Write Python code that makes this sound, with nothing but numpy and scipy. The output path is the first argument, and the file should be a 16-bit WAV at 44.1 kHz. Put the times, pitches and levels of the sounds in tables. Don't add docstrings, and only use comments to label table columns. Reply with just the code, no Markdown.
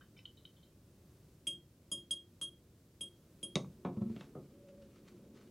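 import sys
import numpy as np
from scipy import signal
from scipy.fft import rfft, irfft
from scipy.io import wavfile
from scipy.ndimage import uniform_filter1d

SR = 44100
rng = np.random.default_rng(int(sys.argv[2]) if len(sys.argv) > 2 else 0)


def int16_out(signal):
    q = np.round(np.clip(np.atleast_2d(signal).T, -1, 1) * 32767)
    wavfile.write(sys.argv[1], SR, q.astype(np.int16))


N = 242753
TIME = np.arange(N) / SR
RING = TIME[:SR * 3 // 4]

# frequency in Hz, relative level in dB.
ROOM_SPECTRUM = [(25, -20), (50, -5.5), (70, -0.5), (110, 0.5), (180, -2), (240, -6.5), (350, -6.5),
                 (430, -13.5), (550, -14), (750, -24.5), (1100, -26), (2000, -31), (5000, -31.5),
                 (15500, -35)]
ROOM_TONE_DB = -63
# frequency in Hz, t60 in s.
ROOM_DECAY = [(150, 0.41), (600, 0.25), (2500, 0.14), (9000, 0.22)]
TOP_HZ = 15800

# start in s, level in dB, bubble frequency in Hz, decay in s.
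BRUSH_STROKES = [(0.009, -60, 1590, 0.017), (.165, -63, 2350, 0.018), (0.176, -67, 5290, 0.025),
                 (.189, -60.5, 2540, 0.0035), (0.2535, -47.5, 3080, 0.0027), (.370, -63.5, 3980, 0.036),
                 (0.4524, -53.5, 3140, 0.00043), (0.564, -70, 3420, 0.021), (0.626, -66, 4010, 0.023)]
# nominal frequency in Hz, nominal level in dB, t60 in s.
WET_JAR_MODES = [(1060, -0.5, 0.038), (1510, -7.5, 0.068), (1960, -10.5, 0.035), (2410, -8, 0.017),
                 (3050, 11.5, 0.029), (3102, 7.5, 0.023), (3550, -14, 0.028), (3690, 0, 0.046),
                 (4140, -7, 0.059), (5400, -18, 0.0084), (6100, -16, 0.016)]

# start in s, level in dB, gain of the side modes in dB, gain of the top modes
# in dB, table shake in dB, time until the handle settles in s, dip on settling in dB.
RIM_TAPS = [(1.4696, -28.5, -1, 3, -4.5, 0.051, -1), (1.9159, -30.5, 12.5, 7.5, -3, 0.028, -2.5),
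            (2.108, -29.5, 3, 2.5, -10, 0.034, -8), (2.4137, -31, 1, 8, -8.5, 0.081, -24),
            (3.0086, -35.5, 0.5, 8, -8, 0.0814, -29), (3.4291, -36.5, 4, 10, -2.5, 0.047, -9.5)]
# nominal frequency in Hz, nominal level in dB,
# t60 in s, share of the side gain that depends on the spot struck (0 to 1).
GLASS_MODES = [(3254, -2, .26, 0), (3290, -19, .13, 0), (5017, -24, .13, .8), (6244, -25, .14, 0),
               (6755, -29, .13, 1), (6979, -23, .13, 1), (8432, -10, .15, 0), (8560, -22, .08, 0),
               (9904, -31, .13, .5), (10657, -17, .13, 0), (10690, -15, .13, .3)]
# frequency in Hz, relative level in dB.
TICK_SPECTRUM = [(150, -5.5), (400, -2), (800, -19), (1150, -6), (1700, -17), (3000, 0), (5000, -12.5),
                 (9000, -2.5), (11500, -9.5), (15000, -32)]

# start in s, thud in dB, knock in dB, top of the knock in Hz, room in dB.
TABLE_BLOWS = [(3.5556, 19, -3.5, 4730, -10), (3.567, 3, -5.5, 1160, -4.5), (3.645, -0.5, -25, 1510, -8),
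               (3.8489, 11.5, -5.5, 1530, -0.5), (4.1634, 5, -18.5, 2390, -7),
               (4.209, -16, -18, 2740, -4.5), (4.3519, 1, -12, 810, 0.5)]
# frequency in Hz, relative level in dB, t60 in s.
WOOD_MODES = [(136.8, -3.5, 0.34), (192.2, -1, 0.18), (231.7, 4.5, 0.15), (349.3, 4.5, 0.19),
              (383, -4, 0.16), (544.7, 0.5, 0.18), (720, 0, 0.18), (866, 5, 0.14), (1135, 13, 0.071),
              (1290, 10, 0.077), (2226, 7.5, 0.093), (2694, 14, 0.069), (4017, 6, 0.044)]
# frequency in Hz, relative level in dB, t60 in s.
OBJECT_MODES = [(1980, -21, 0.019), (2260, -12, 0.028), (3757, 2.5, 0.018), (6380, -6, 0.0099)]
# frequency in Hz, relative level in dB.
KNOCK_SPECTRUM = [(750, 2), (1200, 0.5), (1700, -6), (2300, 0), (3000, 0), (3700, 0.5), (5000, -1.5),
                  (6500, 1), (9000, 5), (14000, -12)]
THUD_HZ = 216

# frequency in Hz, relative level in dB.
DRAG_SPECTRUM = [(60, -20), (110, -8.5), (160, 1), (240, 2.5), (315, 0.5), (480, -5), (750, -22.5),
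                 (1500, -38), (4000, -59)]
# frequency in Hz, relative level in dB.
PAPER_SPECTRUM = [(300, -26), (800, -6.5), (1250, 3.5), (1700, -2.5), (2500, -2), (5000, -6.5),
                  (7000, -10.5), (14000, -28)]
DRAG_FROM_S, DRAG_ATTACK_S, DRAG_DB, SKIN_DB = 3.715, 0.095, -62, -81
# peak in s, level in dB, half length in s.
ARM_SHOVES = [(4.1, -58, 0.14), (5.34, -61, 0.2)]
# peak in s, level in dB, half length in s.
PAPER_WIPES = [(4.16, -69, 0.066), (4.95, -75.5, 0.043), (5.085, -68.5, 0.02), (5.4, -73, 0.065)]
RUB_FROM_S, RUB_TO_S, RUB_DB, RUB_GROWTH_DB_PER_S, RUB_RELEASE_S = 4.51, 4.82, -60, 31, 0.055

# time in s, level in dB.
ARM_SLIPS = [(3.974, -29), (4.020, -25.5), (4.064, -36), (4.104, -31.5)]
# frequency in Hz, relative level in dB.
SCUFF_SPECTRUM = [(60, -27), (150, -11.5), (380, 6.5), (750, -16), (1200, -16), (1700, -28.5), (5000, -40),
                  (14000, -63)]


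def undb(db):
    return 10 ** (np.asarray(db) / 20)


def unit(x):
    return x / np.sqrt(np.mean(x ** 2))


def fade(t60):
    return np.exp(-np.log(1000) * RING / t60)


def on_log(hz, points):
    f, value = np.transpose(points)
    return np.interp(np.log(np.maximum(hz, 1)), np.log(f), value)


def colour(x, points):
    size = 4096
    magnitude = undb(on_log(np.fft.rfftfreq(size, 1 / SR), points))
    cepstrum = irfft(np.log(magnitude))
    cepstrum[1:size // 2] *= 2
    cepstrum[size // 2 + 1:] = 0
    response = irfft(np.exp(rfft(cepstrum)))
    return signal.fftconvolve(x, response)[:len(x)]


def band(x, lo_hz, hi_hz):
    edges = [lo_hz, min(hi_hz, SR / 2 - 1)]
    return signal.sosfilt(signal.butter(2, edges, "band", fs=SR, output="sos"), x)


def walk(rate):
    k = max(int(SR / rate), 1)
    steps = np.repeat(rng.standard_normal(N // k + 1), k)
    return unit(uniform_filter1d(steps, k)[:N])


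def add(track, s, sound):
    i = max(int(s * SR), 0)
    track[i:i + len(sound)] += sound[:N - i]


def ring(modes):
    total = 0
    for k, (hz, db, t60) in enumerate(modes):
        total = total + (-1) ** k * undb(db) * fade(t60) * np.sin(2 * np.pi * hz * RING)
    return total


def burst(seconds):
    x = rng.standard_normal(len(RING)) * np.exp(-RING / seconds)
    return x / np.linalg.norm(x)


def room(x, wet_db, build_s=0.0063):
    tail = 0
    for hz in 80 * 2 ** np.arange(8):
        octave = band(rng.standard_normal(len(RING)), hz, 2 * hz)
        tail = tail + octave * fade(on_log(hz * np.sqrt(2), ROOM_DECAY))
    tail = tail * (1 - np.exp(-(RING / build_s) ** 2))
    return x + undb(wet_db) * signal.fftconvolve(x, tail / np.linalg.norm(tail))[:len(x)]


def table_top(travel_s=0.00414, ring_db=-55, low_hz=105, wave_top_hz=900):
    hz = np.fft.rfftfreq(len(RING), 1 / SR)
    phase = 4 * np.pi * travel_s * np.sqrt(WOOD_MODES[1][0] * hz)
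    wave = irfft(np.exp(-1j * phase) / (1 + 1j * hz / wave_top_hz), len(RING))
    body = wave + undb(ring_db) * ring(WOOD_MODES) * (1 - np.exp(-RING / travel_s))
    return signal.sosfilt(signal.butter(4, low_hz, "high", fs=SR, output="sos"), body)


def swells(rows):
    return np.sqrt(sum((undb(db) * np.exp(-((TIME - s) / half) ** 2 / 2)) ** 2 for s, db, half in rows))


def onset(s, attack_s):
    return (1 + np.tanh((TIME - s) / attack_s)) / 2


def background(waver_db=0.86, hiss_db=-79):
    level = undb(ROOM_TONE_DB + waver_db * walk(rate=5.78))
    rumble = unit(colour(rng.standard_normal(N), ROOM_SPECTRUM)) * level
    return rumble + undb(hiss_db) * rng.standard_normal(N) * np.array([[1], [-1]])


def rinsing(focus_db=8, swish_db=9, bubble_db=9, bubble_t60=0.015, slosh=0.025, scatter_db=3):
    out = np.zeros(N)
    for s, db, hz, length in BRUSH_STROKES:
        contacts = burst(length)
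        modes = [(hz, bubble_db, bubble_t60)]
        for f, mode_db, t60 in WET_JAR_MODES:
            shifted_hz = f * (1 + slosh * rng.standard_normal())
            modes.append((shifted_hz, mode_db + scatter_db * rng.standard_normal(), t60))
        sound = signal.fftconvolve(contacts, ring(modes))[:len(RING)] + undb(swish_db) * contacts
        focus = [(hz / 4, -3 * focus_db), (hz / 2, -focus_db), (hz, 0),
                 (hz * 2, -focus_db), (hz * 4, -3 * focus_db)]
        sound = colour(sound, focus)
        add(out, s, undb(db) * sound / np.linalg.norm(sound) * np.sqrt(SR / 100))
    return room(out, wet_db=-6.5)


def rim_taps(tick_db=13.5, waver_db=1.65, rise_s=0.0025, settle_s=0.0014, recover_s=0.025,
             damp_after_s=0.094, damp_db_per_s=105, detune_hz=7.4):
    glass, contact = np.zeros(N), np.zeros(N)
    foot = colour(table_top(), [(100, -9.5), (200, -1.5), (260, -2.5), (340, 6), (430, -14.5), (560, -6.5),
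                                (800, -30), (1150, -22.5), (2000, -38.5), (6000, -55)])
    for s, db, side_db, top_db, shake_db, hold, dip_db in RIM_TAPS:
        modes = []
        for hz, mode_db, t60, share in GLASS_MODES:
            lift_db = top_db * on_log(hz, [(8300, 0), (10500, 1.0)])
            shifted_hz = hz + detune_hz * rng.standard_normal()
            modes.append((shifted_hz, mode_db + share * side_db + lift_db, t60))
        settled = (1 + np.tanh((RING - hold) / settle_s)) / 2
        dip = settled * np.exp(-(np.maximum(RING - hold, 0) / recover_s) ** 2)
        damping = damp_db_per_s * np.maximum(RING - damp_after_s, 0)
        waver = waver_db * walk(rate=100)[:len(RING)]
        level = undb(db + dip_db * dip - damping + waver)
        add(glass, s, level * (1 - np.exp(-RING / rise_s)) * ring(modes))
        tick = colour(burst(seconds=0.00069), TICK_SPECTRUM)
        add(contact, s, undb(db + tick_db) * tick + undb(shake_db) * foot)
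    return room(glass, wet_db=-16) + room(contact, wet_db=-0.5)


def table_knocks(clack_db=-21, clack_growth=1.4, clatter_db=-1, chatter_db=-9, steepness=3.15):
    out, top = np.zeros(N), table_top()
    for s, thud_db, knock_db, top_hz, room_db in TABLE_BLOWS:
        contacts = undb(clatter_db) * burst(seconds=0.0047) + undb(chatter_db) * burst(seconds=0.011)
        thud = [(THUD_HZ / 3, thud_db - 7.5), (THUD_HZ, thud_db), (260, thud_db - 4.5),
                (350, thud_db - 5.5), (530, knock_db + 4.5)]
        knock = []
        for hz, db in KNOCK_SPECTRUM:
            rolloff_db = 10 * np.log10(1 + (hz / top_hz) ** (2 * steepness))
            knock.append((hz, db + knock_db - rolloff_db))
        hardness_db = on_log(OBJECT_MODES[2][0], knock)
        clack = undb(clack_growth * hardness_db + clack_db) * ring(OBJECT_MODES)
        blow = colour(top + band(contacts, 560, 15000), thud + knock)
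        add(out, s, room(blow + clack, wet_db=room_db))
    return out


def sliding(rub_hz=559, wander_hz=9, grain_db=3, catch_db=3.0, table_db=-5):
    drag = unit(colour(rng.standard_normal(N), DRAG_SPECTRUM)) * undb(0.92 * walk(rate=7.3))
    resonance = unit(signal.fftconvolve(drag, ring(WOOD_MODES))[:N])
    rumble = unit(drag + undb(table_db) * resonance)

    pitch_hz = rub_hz + wander_hz * walk(rate=87)
    tone = unit(np.sin(2 * np.pi * np.cumsum(pitch_hz) / SR) * undb(2.7 * walk(rate=45)))

    fibres = rng.standard_normal(N) * undb(grain_db * walk(rate=1500) + catch_db * walk(rate=66))
    paper = unit(colour(fibres, PAPER_SPECTRUM))

    touching = onset(DRAG_FROM_S, DRAG_ATTACK_S)
    weight = np.hypot(undb(DRAG_DB) * touching, swells(ARM_SHOVES))
    rustle = np.hypot(undb(SKIN_DB) * touching, swells(PAPER_WIPES))
    past_end = TIME - RUB_TO_S
    growth = undb(RUB_DB + RUB_GROWTH_DB_PER_S * np.minimum(past_end, 0))
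    release = np.exp(-np.maximum(past_end, 0) / RUB_RELEASE_S)
    rub = onset(RUB_FROM_S, attack_s=0.017) * growth * release
    return rumble * weight + tone * rub + room(paper * rustle, wet_db=-7.0)


def judder(push_hz=175, table_db=-52, scuff_db=-20, scuff_s=0.0067, low_hz=70, ring_top_hz=1600):
    push = np.zeros(N)
    for s, db in ARM_SLIPS:
        p = (np.pi * push_hz * (TIME - s)) ** 2
        push += undb(db) * (1 - 2 * p) * np.exp(-p)
    slips = swells([(s, db, scuff_s) for s, db in ARM_SLIPS])
    scuff = unit(colour(rng.standard_normal(N), SCUFF_SPECTRUM)) * slips
    force = band(push + undb(scuff_db) * scuff, low_hz, TOP_HZ)
    body = ring([mode for mode in WOOD_MODES if mode[0] < ring_top_hz])
    return room(force + undb(table_db) * signal.fftconvolve(force, body)[:N], wet_db=-10)


def scene():
    return background() + rinsing() + rim_taps() + table_knocks() + sliding() + judder()


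def record(dry):
    return signal.sosfiltfilt(signal.ellip(8, .1, 60, TOP_HZ, fs=SR, output="sos"), dry)


dry = scene()
out = record(dry)
int16_out(out)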